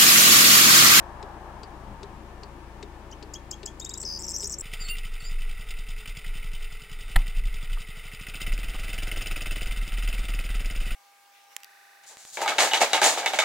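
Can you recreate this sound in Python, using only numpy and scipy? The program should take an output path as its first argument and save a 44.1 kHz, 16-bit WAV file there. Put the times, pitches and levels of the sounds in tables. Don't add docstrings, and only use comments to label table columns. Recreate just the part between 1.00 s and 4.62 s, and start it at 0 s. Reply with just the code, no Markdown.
import sys
import numpy as np
from scipy import signal
from scipy.fft import rfft, irfft
from scipy.io import wavfile
from scipy.ndimage import uniform_filter1d

SR = 44100
rng = np.random.default_rng(int(sys.argv[2]) if len(sys.argv) > 2 else 0)


def master_out(mix):
    frames = np.transpose(np.atleast_2d(mix))
    ceiling = np.clip(frames, -1, 1)
    pcm = np.round(ceiling * 32767).astype(np.int16)
    wavfile.write(sys.argv[1], SR, pcm)


N = 159642
BASS_PAN_DB, TREBLE_PAN_DB = 6, 4.5


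def undb(db):
    return 10 ** (np.asarray(db) / 20)


def add(out, start, x):
    i = int(start * SR)
    out[i:i + len(x)] += x[:max(len(out) - i, 0)]


def pan(x, db):
    return x * undb(np.array([[db], [-db]]) / 2)


def sine(hz):
    return np.sin(2 * np.pi * np.cumsum(hz) / SR)


def wander(rate, size):
    points = rng.standard_normal(1024)
    return np.interp(np.arange(size) * rate / SR, np.arange(len(points)), points)


def noise(colour):
    hz, db = np.array(colour, float).T
    f = np.maximum(np.arange(N // 2 + 1) * SR / N, 1)
    gain = undb(np.interp(np.log(f), np.log(hz), db))
    x = irfft(rfft(rng.standard_normal(N)) * gain, N)
    return x / x.std()


def outdoor(colour, half_alike_hz=1110):
    f = np.arange(N // 2 + 1) * SR / N
    alike = 1 / (1 + (f / half_alike_hz) ** 2)
    mid = rfft(noise(colour))
    side = rfft(noise(colour)) * np.sqrt((1 - alike) / (1 + alike))
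    lean_db = (TREBLE_PAN_DB + (BASS_PAN_DB - TREBLE_PAN_DB) * alike) / 2
    return irfft(np.array([(mid + side) * undb(lean_db), (mid - side) * undb(-lean_db)]), N)


# frequency in Hz, relative level in dB.
AIR_COLOUR = [(40, -5.5), (100, -5.5), (260, -5.5), (380, -2.5), (480, -9), (700, -11.5), (930, -10),
              (1450, -17.5), (1800, -19.5), (2400, -20.5), (4000, -29), (6800, -33.5), (10000, -37.5),
              (15500, -44.5)]
RUSH_COLOUR = [(300, -27.5), (600, -4.5), (880, 1.5), (1150, -5.5), (1450, -13.5), (1700, -10.5),
               (2400, -35), (5000, -54.5)]
WIND_COLOUR = [(20, -3), (55, 0.5), (140, -9), (250, -15), (600, -59)]
# time in seconds, level in dB.
RUSH_FADE = [(0, -44), (.25, -46), (.7, -47.5), (1.4, -53), (2.1, -54.5), (2.8, -60), (3.6, -79)]
# time of the peak in seconds, fade time in seconds, level in dB.
WIND_PUFFS = [(0.908, 0.05, -43.5), (1.14, .03, -47.5), (3.49, .025, -48)]

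def field():
    t = np.arange(N) / SR
    air = undb(-50 - 0.12 * (t - t.mean()))
    rush = undb(np.interp(t, *np.array(RUSH_FADE).T) + 1.33 * wander(12.25, N))
    puffs = sum(undb(db) * np.exp(-((t - at) / fade) ** 2) for at, fade, db in WIND_PUFFS)
    return air * outdoor(AIR_COLOUR) + rush * outdoor(RUSH_COLOUR) + puffs * outdoor(WIND_COLOUR)


# multiple of the idle speed, level in dB.
IDLE_TONES = [(1, -54.5), (2, -48.5), (3, -54.5), (4, -63), (5, -60)]
# pitch in Hz, level in dB.
ENGINE_HUMS = [(205, -60.5), (305, -62), (346, -61), (555, -65.5), (912, -65), (1772, -71.5)]

def engine(idle_hz=27.68):
    turns = np.cumsum(idle_hz * (1 + 0.0025 * wander(3.03, N))) / SR
    idle = sum(undb(db + 0.36 * wander(6.13, N)) * np.sin(2 * np.pi * (k * turns + rng.random()))
               for k, db in IDLE_TONES)
    hums = sum(undb(db + 3.7 * wander(9, N)) * sine(hz + 6 * wander(25.01, N)) for hz, db in ENGINE_HUMS)
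    return pan(np.sqrt(2) * (idle + hums), BASS_PAN_DB)


# start in seconds, relative levels of the click and the knock in dB.
TICK_BEATS = [(0.227, -41.5, -39), (0.6324, -40.5, -45.5), (1.0308, -39, -39.5), (1.4327, -42, -45.5),
              (1.8273, -37, -38.5), (2.2257, -40.5, -40.5), (2.6306, -39, -41), (3.034, -40, -42.5),
              (3.4284, -39.5, -40)]
# frequency in Hz, relative level in dB.
CLICK_COLOUR = [(600, -10.5), (1700, -11), (2600, -8.5), (3300, -12), (4700, -5), (6000, -14.5),
                (8200, -16), (10000, -42), (15000, -43)]

def mechanism(rise_s=0.0023, knock_hz=404.6):
    t = np.arange(SR // 10) / SR

    def strike(rise_s, decay_s):
        return np.minimum(t / rise_s, 1) * np.exp(-np.maximum(t - rise_s, 0) / decay_s)

    knock = strike(rise_s=0.0091, decay_s=0.013) * np.sin(2 * np.pi * knock_hz * t)
    clicks, tones = np.zeros(N), np.zeros(N)
    for k, (start, click_db, knock_db) in enumerate(TICK_BEATS):
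        ring_hz, ring_db = (4650, -4) if k % 2 else (3750, -12)
        ring = strike(rise_s, decay_s=0.0088) * sine(ring_hz * (1 + 0.07 * wander(930, len(t))))
        add(clicks, start - rise_s / 2, undb(click_db - 3.5) * strike(rise_s, decay_s=0.005))
        add(tones, start, undb(click_db + ring_db) * ring)
        add(tones, start, undb(knock_db + 1) * knock)
    return pan(clicks * noise(CLICK_COLOUR) + tones, db=8.5)


def whistle(length, pitches, db, attack=0.25, release=0.3, swell_db=0, rough=1):
    progress = np.linspace(0, 1, int(length * SR))
    hz = np.interp(progress, np.linspace(0, 1, len(pitches)), pitches)
    hz *= 1 + rough * 0.021 * wander(1600, len(hz))
    flicker_db = rough * 2.7 * wander(1300, len(hz))
    ramp = np.clip(np.minimum(progress / attack, (1 - progress) / release), 0, 1)
    return np.sin(np.pi / 2 * ramp) * undb(db + swell_db * (progress - 0.5) + flicker_db) * sine(hz)


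# start in seconds, upper pitch in Hz, relative level in dB,
# then the tail's length in seconds, pitch in Hz and relative level in dB.
CHIP_NOTES = [(2.111, 7120, -44, 0.015, 3080, -43), (2.3355, 7260, -31, 0.025, 3286, -39),
              (2.509, 7600, -27.5, 0.028, 3245, -41), (2.6563, 7830, -27.5, 0.027, 3314, -40.5),
              (2.796, 7680, -31, 0.029, 3750, -40), (2.8445, 7650, -30.5, 0.0207, 3770, -38.5),
              (2.8905, 7720, -30.5, 0.025, 3810, -39.5), (2.935, 7580, -29.5, 0.021, 3840, -41.5)]
TAIL_BEND = [.8, .92, .985, 1.005, 1.008, 1.02]

def chips():
    upper_bend = np.array([1.034, 1.004, 0.97, 0.898, 0.77])
    lower_hz = [5000, 5560, 4500, 5370, 4900]
    out = np.zeros(N)
    for start, hz, db, length, tail_hz, tail_db in CHIP_NOTES:
        upper = whistle(0.008, hz * upper_bend, db - 2, attack=0.45, release=0.19, swell_db=4)
        lower = whistle(0.0082, lower_hz, db - 9.5, attack=0.29, release=0.24, swell_db=13)
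        glide = tail_hz * np.array(TAIL_BEND)
        tail = whistle(length, glide, tail_db - 0.5, attack=0.68, release=0.43, rough=0.29)
        octave = whistle(length, 2 * glide, tail_db - 6.5, 0.18, 0.1, swell_db=-15, rough=0.4)
        add(out, start, upper)
        add(out, start + 0.0016, lower)
        add(out, start + 0.012, tail + octave)
    return out


# multiple of its pitch, level in dB.
LOWER_OVERTONES = [(2, -64), (3, -64)]

def trill(start=3.047, length=0.14, period_s=0.01222):
    t = np.arange(int(length * SR)) / SR

    def crests(first_s):
        return (0.5 + 0.5 * np.cos(2 * np.pi * (t - first_s) / period_s)) ** 2

    lower_crests, upper_crests = crests(0.0066), crests(0.0052)
    lower_hz = 4673 + 610 * np.exp(-t / 0.023) + 505 * lower_crests
    upper_hz = 5480 + 720 * upper_crests
    lower = whistle(length, lower_hz, db=-35, attack=0.043, release=0.068, swell_db=-2, rough=0.33)
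    for k, db in LOWER_OVERTONES:
        lower += whistle(length, k * lower_hz, db, attack=0.2, release=0.06, rough=0.2)
    upper = whistle(length, upper_hz, db=-37, attack=0.03, release=0.05, swell_db=-2)
    out = np.zeros(N)
    add(out, start, lower * (1 + 0.54 * lower_crests) + upper * upper_crests)
    return out


# start in seconds,
# length in seconds, upper pitch in Hz, relative levels of the upper and lower voice in dB.
ZIGZAG_NOTES = [(2.973, 0.014, 7500, -33.5, -40), (2.998, 0.013, 7500, -31, -40),
                (3.0123, 0.0097, 7750, -32, -33), (3.0245, 0.0095, 7500, -31.5, -38)]
FORK_NOTES = [(3.187, 0.011, 7310, -33.5, -37), (3.247, 0.011, 7470, -34, -34),
              (3.263, 0.0091, 7460, -33.5, -34), (3.3157, 0.0075, 7560, -29, -30),
              (3.3668, 0.009, 7450, -33, -31), (3.38, 0.01, 7600, -30.5, -40),
              (3.4025, 0.0095, 7490, -32.5, -30.5), (3.472, 0.0068, 7860, -27, -32),
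              (3.4956, 0.005, 7050, -29, -32), (3.5028, 0.0062, 7700, -29.5, -35),
              (3.5095, 0.0067, 7660, -31.5, -33), (3.517, 0.0069, 7500, -29, -37),
              (3.584, 0.0061, 7680, -26.5, -46), (3.594, 0.0078, 7700, -30.5, -59),
              (3.606, 0.0074, 7750, -25.5, -36)]
# start in seconds, relative levels of the upper and lower voice in dB.
PIP_NOTES = [(3.2, -34, -38), (3.2052, -35, -36), (3.2106, -36, -37), (3.2167, -34, -35),
             (3.2226, -32, -30), (3.29, -28, -29), (3.296, -31, -32), (3.3017, -32, -29),
             (3.3075, -30, -31), (3.4128, -32, -33), (3.418, -33, -33), (3.423, -30, -35),
             (3.427, -38, -33), (3.4305, -33, -34), (3.435, -30, -29), (3.439, -36, -30)]
# start and length in seconds, first and last pitch in Hz, level in dB.
SLIDE_NOTES = [(3.23, 0.011, 6440, 5200, -34.5), (3.239, .0035, 7300, 4970, -36),
               (3.241, 0.0075, 6700, 5020, -29), (3.314, .004, 4940, 7200, -34),
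               (3.3595, .0035, 7000, 5200, -32), (3.36, 0.0087, 6770, 4890, -24.5),
               (3.392, 0.0045, 7340, 5000, -39), (3.396, 0.0047, 6520, 5250, -30),
               (3.442, 0.0059, 7650, 5060, -25), (3.467, .009, 6900, 6740, -29),
               (3.494, 0.0054, 6760, 7000, -41), (3.523, 0.0067, 5040, 7960, -30),
               (3.527, 0.0063, 7370, 5400, -27.5), (3.542, 0.0065, 7230, 7900, -37)]
# start in seconds, length in seconds, relative level in dB.
BUZZ_NOTES = [(3.276, 0.012, -29), (3.331, 0.03, -28.5), (3.446, 0.0168, -28.5), (3.533, 0.013, -29)]

def jangle():
    out = np.zeros(N)
    bend, lower_hz = np.array([1, 1.04, 0.94, 1.063, 1.01]), [6200, 5600, 5250]
    for start, length, hz, upper_db, lower_db in ZIGZAG_NOTES:
        add(out, start, whistle(length, hz * bend, upper_db - 1.5, attack=0.35, release=0.18))
        add(out, start + length / 5, whistle(length / 2, lower_hz, lower_db - 1.5))

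    bend, lower_hz = np.array([0.9, 0.98, 1.01, 1.03]), [6270, 5680, 5520, 5400]
    for start, length, hz, upper_db, lower_db in FORK_NOTES:
        add(out, start, whistle(length, hz * bend, upper_db - 2, attack=0.49, release=0.18))
        add(out, start, whistle(length, lower_hz, lower_db - 2.5, attack=0.4, release=0.62))

    length, upper_hz, lower_hz = 0.0046, [6300, 7080, 8040, 7700], [5000, 5320, 5300, 5460]
    for start, upper_db, lower_db in PIP_NOTES:
        add(out, start, whistle(length, upper_hz, upper_db - 1, attack=0.62, release=0.42))
        add(out, start, whistle(length, lower_hz, lower_db - 2.5, attack=0.62, release=0.57))

    for start, length, from_hz, to_hz, db in SLIDE_NOTES:
        add(out, start, whistle(length, np.geomspace(from_hz, to_hz, 3), db, attack=0.62, release=0.45))

    upper_hz, lower_hz = [6240, 6290, 6450, 6500, 5660], [5350, 5340, 5620, 5790, 5250]
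    for start, length, db in BUZZ_NOTES:
        add(out, start, whistle(length, lower_hz, db - 4.25, attack=0.16, release=0.34, swell_db=17))
        add(out, start, whistle(length, upper_hz, db - 8.75, attack=0.16, release=0.34, swell_db=17))
    return out


def field_echo(sound):
    t = np.arange(SR // 2) / SR
    scatter = 0
    for db, fade_s in ((-9.5, 0.082), (-17, 0.3)):
        tail = rng.standard_normal((2, len(t))) * undb(-60 * t / fade_s) * (t > 0.001)
        scatter += undb(db) * tail / np.sqrt(np.sum(tail[0] ** 2))
    return signal.fftconvolve(sound, scatter, axes=1)[:, :N]


# frequency in Hz, relative level in dB.
RASP_COLOUR = [(2000, -14), (4500, -14), (7500, 8), (9000, 2.5), (10500, -4.5), (13000, 3.5), (16000, -11)]

def bird(overtones_above_hz=11500):
    harsh, smooth = chips() + jangle(), trill()
    drive = harsh + undb(-6) * smooth
    loudness = np.sqrt(np.abs(uniform_filter1d(drive ** 2, size=32)))
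    mixed = undb(-19.5) * drive ** 2 / (loudness + 0.0085)
    high_pass = signal.butter(4, overtones_above_hz, "high", fs=SR, output="sos")
    overtones = signal.sosfilt(high_pass, mixed)
    rasp = undb(-22) * loudness * noise(RASP_COLOUR)
    song = pan(harsh + smooth, db=4) + pan(overtones + rasp, db=8)
    return song + field_echo(song)


def scene():
    return bird() + mechanism() + engine() + field()


def record(dry):
    top_hz = 15900
    return signal.sosfilt(signal.ellip(10, 0.2, 70, top_hz, fs=SR, output="sos"), dry)


dry = scene()
out = record(dry)
master_out(out)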